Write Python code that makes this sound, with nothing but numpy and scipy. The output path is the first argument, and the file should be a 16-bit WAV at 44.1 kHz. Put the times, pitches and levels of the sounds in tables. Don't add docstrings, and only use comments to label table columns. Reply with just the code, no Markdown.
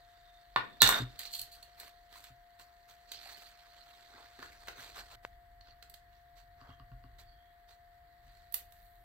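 import sys
import numpy as np
from scipy import signal
from scipy.fft import rfft, irfft
from scipy.io import wavfile
from scipy.ndimage import uniform_filter1d

SR = 44100
rng = np.random.default_rng(int(sys.argv[2]) if len(sys.argv) > 2 else 0)


def gain_from_db(level_db):
    decades = np.asarray(level_db, float) / 20
    return 10 ** decades


def dump_mix(stems):
    frames = np.atleast_2d(stems).T
    limited = np.clip(frames, -1, 1)
    pcm = np.round(limited * 32767).astype(np.int16)
    wavfile.write(sys.argv[1], SR, pcm)


N = 398663


def evened(x):
    return x / np.sqrt(np.mean(x ** 2) + 1e-20)


def read(points, hz):
    f, value = np.transpose(points)
    return np.interp(np.log(hz + 1), np.log(f + 1), value)


def add(mix, s, sound):
    part = mix[round(s * SR):][:len(sound)]
    part += sound[:len(part)]


def ring(modes, tilt_db, pivot_hz, rise_turns, t):
    hz, db, t60 = np.transpose(modes)[:, :, None]
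    spot_db, shift = rng.standard_normal((2,) + hz.shape)
    tilted_db = db + 2.2 * spot_db + tilt_db * np.log2(hz / pivot_hz)
    fading_db = tilted_db - 60 * t / t60
    hz = hz * (1 + 0.004 * shift)
    rise = np.minimum(t * hz / rise_turns, 1)
    tone = (gain_from_db(fading_db) * rise * np.sin(2 * np.pi * hz * t)).sum(0)
    return tone / abs(tone).max()


# start in seconds, level in dB,
# hardness in dB per octave, level of the bright crack against the ring in dB.
KNOCKS = [(0.561, -11.5, -5, -27), (0.819, 1, 6, -6), (0.829, -4.5, 14, -22), (0.864, -11.5, 8.5, -18),
          (0.875, -12, 6.5, -4), (0.8904, -12.5, -1, 1), (0.925, -20, -1.5, -8.5)]
# pitch in Hz, level in dB, time to fall by 60 dB in seconds.
WOOD = [(1036, -2, 0.022), (1130, -1, 0.022), (1421, -1, 0.03), (1774, -0.5, 0.023), (2200, -7, 0.025),
        (2860, -7.5, 0.04), (3610, -5, 0.035), (3770, -3.5, 0.027), (4200, -1.5, 0.01)]


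def scoop():
    mix, t = np.zeros(N), np.arange(4000) / SR
    for s, level_db, hard_db, crack_db in KNOCKS:
        hiss = signal.lfilter([1, 0, -1], 1, rng.standard_normal(len(t)))
        crack = hiss * gain_from_db(crack_db - 60 * t / 0.0095)
        attack = np.minimum(t / 0.00035, 1)
        add(mix, s, gain_from_db(level_db) * (ring(WOOD, hard_db, 2000, 0.41, t) + crack) * attack)
    return mix


# start in seconds, narrowness around the middle in dB, bite from body to edge in dB,
# left-right balance in dB.
STAGES = [(0, 4, -4, -2), (1.1, 12.5, 4.5, -3), (1.29, 17, 14.5, -1), (1.7, 7, 0.5, -3.5),
          (3.001, 13, -1, -2), (3.15, 8, 0.5, -4), (4.0, 8.5, -13.5, -4.5), (4.3, 5.5, -2, -3),
          (5.5, 15, -6.5, -2.5), (5.75, 8.5, 0, -7.5), (6.5, 6, -9.5, -4), (7.12, 7, 0, -4.5),
          (8.45, 4.5, 7.5, -7.5)]


def stage(s):
    rows = np.transpose(STAGES)
    return rows[1:, np.searchsorted(rows[0], s, "right") - 1]


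# frequency in Hz, level in dB per Hz.
PAPER = [(100, -24), (300, -13), (700, -8.5), (1100, -7.5), (1600, -3.5), (2700, -12), (3800, -9),
         (4350, -3), (5000, -15), (7000, -17.5), (16000, -18)]


def paper_db(hz, narrow_db, bite_db):
    low = np.clip(np.log2(3000 / (hz + 1)) / 0.99, 0, 1)
    high = np.clip(np.log2((hz + 1) / 5500) / 0.66, 0, 1.4)
    peak = np.exp(-(np.log2((hz + 1) / 4400) / 0.1) ** 2) * 0.79 * (narrow_db - 9.0)
    body_db = low * (5.0 - narrow_db - bite_db)
    edge_db = high * (7.5 - narrow_db + bite_db)
    return read(PAPER, hz) + peak + body_db + edge_db


# start in seconds, length in seconds, level in dB.
STROKES = [(0.8, 0.18, -36), (1.177, 0.1, -48.5), (1.305, 0.071, -49), (1.51, 0.031, -57.5),
           (1.762, 0.12, -56), (2.085, 0.2, -57.5), (2.588, 0.025, -58.5), (2.875, 0.042, -61.5),
           (3.065, 0.19, -55), (3.177, 0.31, -51), (3.87, 0.037, -66), (4.1, 0.15, -66),
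           (4.385, 0.072, -58.5), (4.517, 0.012, -62), (4.59, 0.038, -65), (4.668, 0.013, -54),
           (4.753, 0.14, -53.5), (4.939, 0.071, -52.5), (5.097, 0.049, -59.5), (5.223, 0.028, -65),
           (5.634, 0.082, -66), (6.096, 0.12, -75), (6.351, 0.051, -66), (6.562, 0.17, -69),
           (7.181, 0.023, -59.5), (7.673, 0.057, -65.5), (8.203, 0.33, -66.5), (8.528, 0.051, -57.5),
           (8.618, 0.55, -71.5)]
# time in seconds, level in dB.
SHIFTING = [(0, -72), (.5, -73.5), (1.16, -64), (2.4, -79), (3.6, -66.5), (4.3, -65.5), (5.1, -64)]


def rustle():
    stop_s = 5.157
    later_db = -82.5
    crackle_per_s = 130
    rise_share, sag_db_per_s, release_db_per_s = 0.39, 35, 275

    clump = evened(uniform_filter1d(rng.standard_normal(N), 150))
    fibres = rng.random(N) < crackle_per_s / SR
    clump = gain_from_db(2.2 * clump) + signal.lfilter([1], [1, -0.97], 0.6 * fibres)
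    slips = rng.standard_normal((2, N)) * clump
    slips[1] = 0.6 * slips[0] + 0.68 * slips[1]
    hz, t, z = signal.stft(slips / np.std(slips), SR, nperseg=256, noverlap=192)

    shifting_db = np.where(t < stop_s, np.interp(t, *np.transpose(SHIFTING)), later_db)
    power = gain_from_db(paper_db(hz[:, None], 8.2, -2.2) + shifting_db) ** 2
    for s, length, level_db in STROKES:
        end = s + length + 0.3
        if s < stop_s:
            end = min(end, stop_s)
        near = (t > s) & (t < end)
        u = t[near] - s
        fall_db = -sag_db_per_s * u - release_db_per_s * np.maximum(u - length, 0)
        shape = np.minimum(u / (rise_share * length), 1) * gain_from_db(fall_db)
        colour_db = paper_db(hz[:, None], *stage(s)[:2])
        power[:, near] += (gain_from_db(colour_db + level_db) * shape) ** 2

    patches = uniform_filter1d(rng.standard_normal((len(t), len(hz))), size=20, axis=0)
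    patches = uniform_filter1d(patches, size=4, axis=1)
    power *= gain_from_db(2 * 2.4 * evened(patches).T)
    middle = np.mean(gain_from_db(read(PAPER, hz)) ** 2 * (hz > 2500) * (hz < 6000))
    return signal.istft(z * np.sqrt(power / middle), SR, nperseg=256, noverlap=192)[1][:, :N]


# start in seconds, level in dB, bite in dB.
SNAPS = [(1.1906, -37, 11), (1.2515, -38.5, 3), (1.3364, -35, 9), (1.351, -36.5, 13), (1.3925, -35.5, 15.5),
         (1.414, -38.5, 19.5), (1.6268, -46.5, 13), (1.7984, -42.5, 7), (2.125, -51, -2), (2.2395, -47, 2),
         (3.117, -35, 6), (4.389, -49, -6), (4.4262, -44.5, -7.5), (4.6831, -40, -2.5), (5.6087, -53, -3),
         (5.8248, -47, 1), (5.897, -56, 11.5), (5.9393, -47.5, 5.5), (8.523, -57, 16), (8.541, -34, 11),
         (8.7214, -58, 7)]


def snaps():
    mix, t, hz = np.zeros(N), np.arange(1024) / SR, np.fft.rfftfreq(1024, 1 / SR)
    for s, level_db, bite_db in SNAPS:
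        burst = rng.standard_normal(1024) * (t / 0.0016) * np.exp(-t / 0.00202)
        spectrum = rfft(burst)
        snap = irfft(spectrum * gain_from_db(paper_db(hz, stage(s)[0], bite_db)))
        middle = irfft(spectrum * gain_from_db(read(PAPER, hz)) * (hz > 2500) * (hz < 6000))
        add(mix, s, gain_from_db(level_db) * snap / (4.76 * np.std(middle)))
    return mix


# start in seconds, peak in dB, note in Hz.
SHORT_NOTES = [(2.156, -44, 1010), (2.6, -48, 1074), (3.26, -43.5, 750), (4.682, -35, 1510),
               (4.684, -46, 870), (4.97, -50, 1420), (6.613, -46.5, 1150), (6.703, -47.5, 1140),
               (6.798, -47, 1160), (6.917, -52, 1105), (7.039, -50.5, 1130), (7.19, -59, 1067)]
# multiple of the note, level in dB, time to fall by 60 dB in seconds.
PARTIALS = [(1, 4, .022), (1.3, 1, 0.013), (2.5, -4.5, .012), (4.0, -4, 0.0072)]


def short_notes():
    mix, t = np.zeros(N), np.arange(3000) / SR
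    for s, peak_db, hz in SHORT_NOTES:
        modes = np.array(PARTIALS) * [hz, 1, 1]
        add(mix, s, gain_from_db(peak_db) * ring(modes, 0, hz, 2.2, t))
    return mix


# start in seconds, length in seconds, level in dB, pitch in Hz.
NARROW_NOISES = [(0, .5, -72, 3650), (0.579, .26, -67, 3610), (.803, .024, -29, 4050),
                 (.85, .16, -36, 3660), (6.65, .13, -71, 3220), (7.242, 0.3, -76.5, 3280),
                 (7.243, .13, -72.5, 4500)]


def narrow_noises():
    mix = np.zeros(N)
    for s, length, db, hz in NARROW_NOISES:
        u = np.arange(0, 1, 1 / (length * SR))
        noise, swing = rng.standard_normal((2, SR // 2))[:, :len(u)]
        uneven = noise * gain_from_db(4.0 * evened(uniform_filter1d(swing, size=500)))
        b, a = signal.iirpeak(hz, 17, SR)
        band = signal.lfilter(b, a, signal.lfilter(b, a, uneven))
        add(mix, s, gain_from_db(db) * evened(band) * np.sin(np.pi * u))
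    return mix


# start in seconds, peak in dB, firmness in dB per octave.
THUMPS = [(0.56, -43.5, 4.5), (0.822, -29, 3.5), (0.998, -32, 4), (1.015, -31, 2), (1.398, -55.5, -6),
          (2.3, -53, -4.5), (4.142, -59, 16.5), (4.388, -50, 13), (4.781, -54.5, 0), (6.613, -55, 4),
          (6.688, -47, -1), (6.799, -47.5, -5.5), (6.914, -44.5, -4), (7.039, -52, 1), (8.263, -52.5, -7.5)]
# pitch in Hz, level in dB, time to fall by 60 dB in seconds.
BOARD = [(43.16, -6, 0.32), (84.4, 2.5, 0.074), (122, -3, 0.2), (264, -8, 0.12), (370, -9, 0.033)]


def thumps():
    mix, t = np.zeros(N), np.arange(SR // 2) / SR
    for s, peak_db, firm_db in THUMPS:
        add(mix, s, gain_from_db(peak_db) * ring(BOARD, firm_db, 120, 1.5, t))
    return mix


# time in seconds, level in dB, pitch in Hz.
POP = (5.2503, -24, 2300)


def pop():
    s, db, hz = POP
    turn = (np.arange(N) / SR - s) * hz
    phase = np.clip(turn / np.where(turn < 0, 0.6, 0.3), -8, 8)
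    swing = -gain_from_db(db) * np.where(turn < 0, 1.5, 2.3) * phase * np.exp(-phase ** 2)
    return swing + 0.2 * np.roll(swing, 85) - 0.11 * np.roll(swing, 40)


# frequency in Hz, time to fall by 60 dB in seconds.
ROOM = [(200, 0.91), (700, 0.21), (2000, 0.33), (5000, 0.24), (12000, 0.16)]


def room(x):
    taps = np.zeros((2, SR // 2))
    at = np.arange(220, SR // 2 - 20, 12)
    at = at + rng.integers(0, 12, (2, len(at)))
    np.put_along_axis(taps, at, rng.choice([-1., 1.], at.shape), 1)
    hz, t, z = signal.stft(taps, SR, nperseg=256)
    decay = gain_from_db(-60 * t / read(ROOM, hz)[:, None])
    tail = signal.istft(z * decay, SR, nperseg=256)[1]
    return signal.fftconvolve(x[None], tail / np.linalg.norm(tail[0]), axes=1)[:, :N]


def coloured(points, same_hz):
    hz = np.fft.rfftfreq(N, 1 / SR)
    left, other = rfft(rng.standard_normal((2, N)))
    same = 1 / (1 + (hz / same_hz) ** 2)
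    both = np.array([left, same * left + np.sqrt(1 - same ** 2) * other])
    return evened(irfft(both * gain_from_db(read(points, hz)), N))


# time in seconds, level in dB.
RUMBLE = [(0, -69.5), (1.5, -66.5), (3.6, -71.5), (5.3, -61.5), (6.2, -65.5), (7.1, -56.5), (7.6, -69),
          (8.2, -63.5)]
# frequency in Hz, relative level in dB per Hz.
RUMBLE_COLOUR = [(8.8, -40.5), (15, -22.5), (32, 6), (54, 1.5), (130, -10.5), (204, -27), (332, -25.5),
                 (500, -34.5), (650, -75.5)]
# frequency in Hz, relative level in dB per Hz.
AIR = [(250, -31.5), (800, -27.5), (1400, -25), (1900, -16.5), (2500, -38.5), (3300, -33.5), (4600, -38.5),
       (5400, -52), (8300, -45.5), (16000, -33)]


def background():
    hum_hz, hum_db, air_db = 699.7, -63, -68
    t = np.arange(N) / SR
    waver = uniform_filter1d(uniform_filter1d(rng.standard_normal(N), 3000), 3000)
    waver = evened(waver)
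    hum_level = np.sqrt(2) * gain_from_db(hum_db + 0.74 * waver)
    hum = hum_level * np.sin(2 * np.pi * hum_hz * t + 0.4 * waver[::-1])
    rumble = gain_from_db(np.interp(t, *np.transpose(RUMBLE))) * coloured(RUMBLE_COLOUR, 400)
    return gain_from_db(air_db) * coloured(AIR, 600) + rumble + hum


def scene():
    wood = scoop()
    details = snaps() + short_notes() + narrow_noises()
    balance_db = uniform_filter1d(stage(np.arange(N) / SR)[2], size=800)
    side = gain_from_db(np.array([[0.5], [-0.5]]) * balance_db)
    close = thumps() + pop() + side * (wood + details + rustle())
    return close + room(gain_from_db(-4.0) * wood + gain_from_db(-4.5) * details) + background()


# frequency in Hz, gain in dB.
MIC = [(8100, -0.5), (9900, -11.5), (11800, 1.5), (14000, -3.5), (15500, -2.5), (16300, -28),
       (17000, -59.5)]
# frequency in Hz, left minus right in dB.
PORTS = [(110, 0.5), (380, 3.5), (700, 4.5), (1290, 3.5), (2380, -0.5), (4400, -7), (8120, 12.5),
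         (15000, -6.5)]


def band_limit(x):
    return signal.sosfilt(signal.butter(12, 17160, fs=SR, output="sos"), x)


def record(dry):
    hz, side = np.fft.rfftfreq(N, 1 / SR), np.array([[0.5], [-0.5]])
    turn = np.exp(-1j * side * 1.86 * hz / (hz + 900))
    colour = gain_from_db(read(MIC, hz) + side * read(PORTS, hz))
    heard = irfft(rfft(dry) * turn * colour, N)
    finished = np.tanh(heard)
    return band_limit(finished)


dry = scene()
out = record(dry)
dump_mix(out)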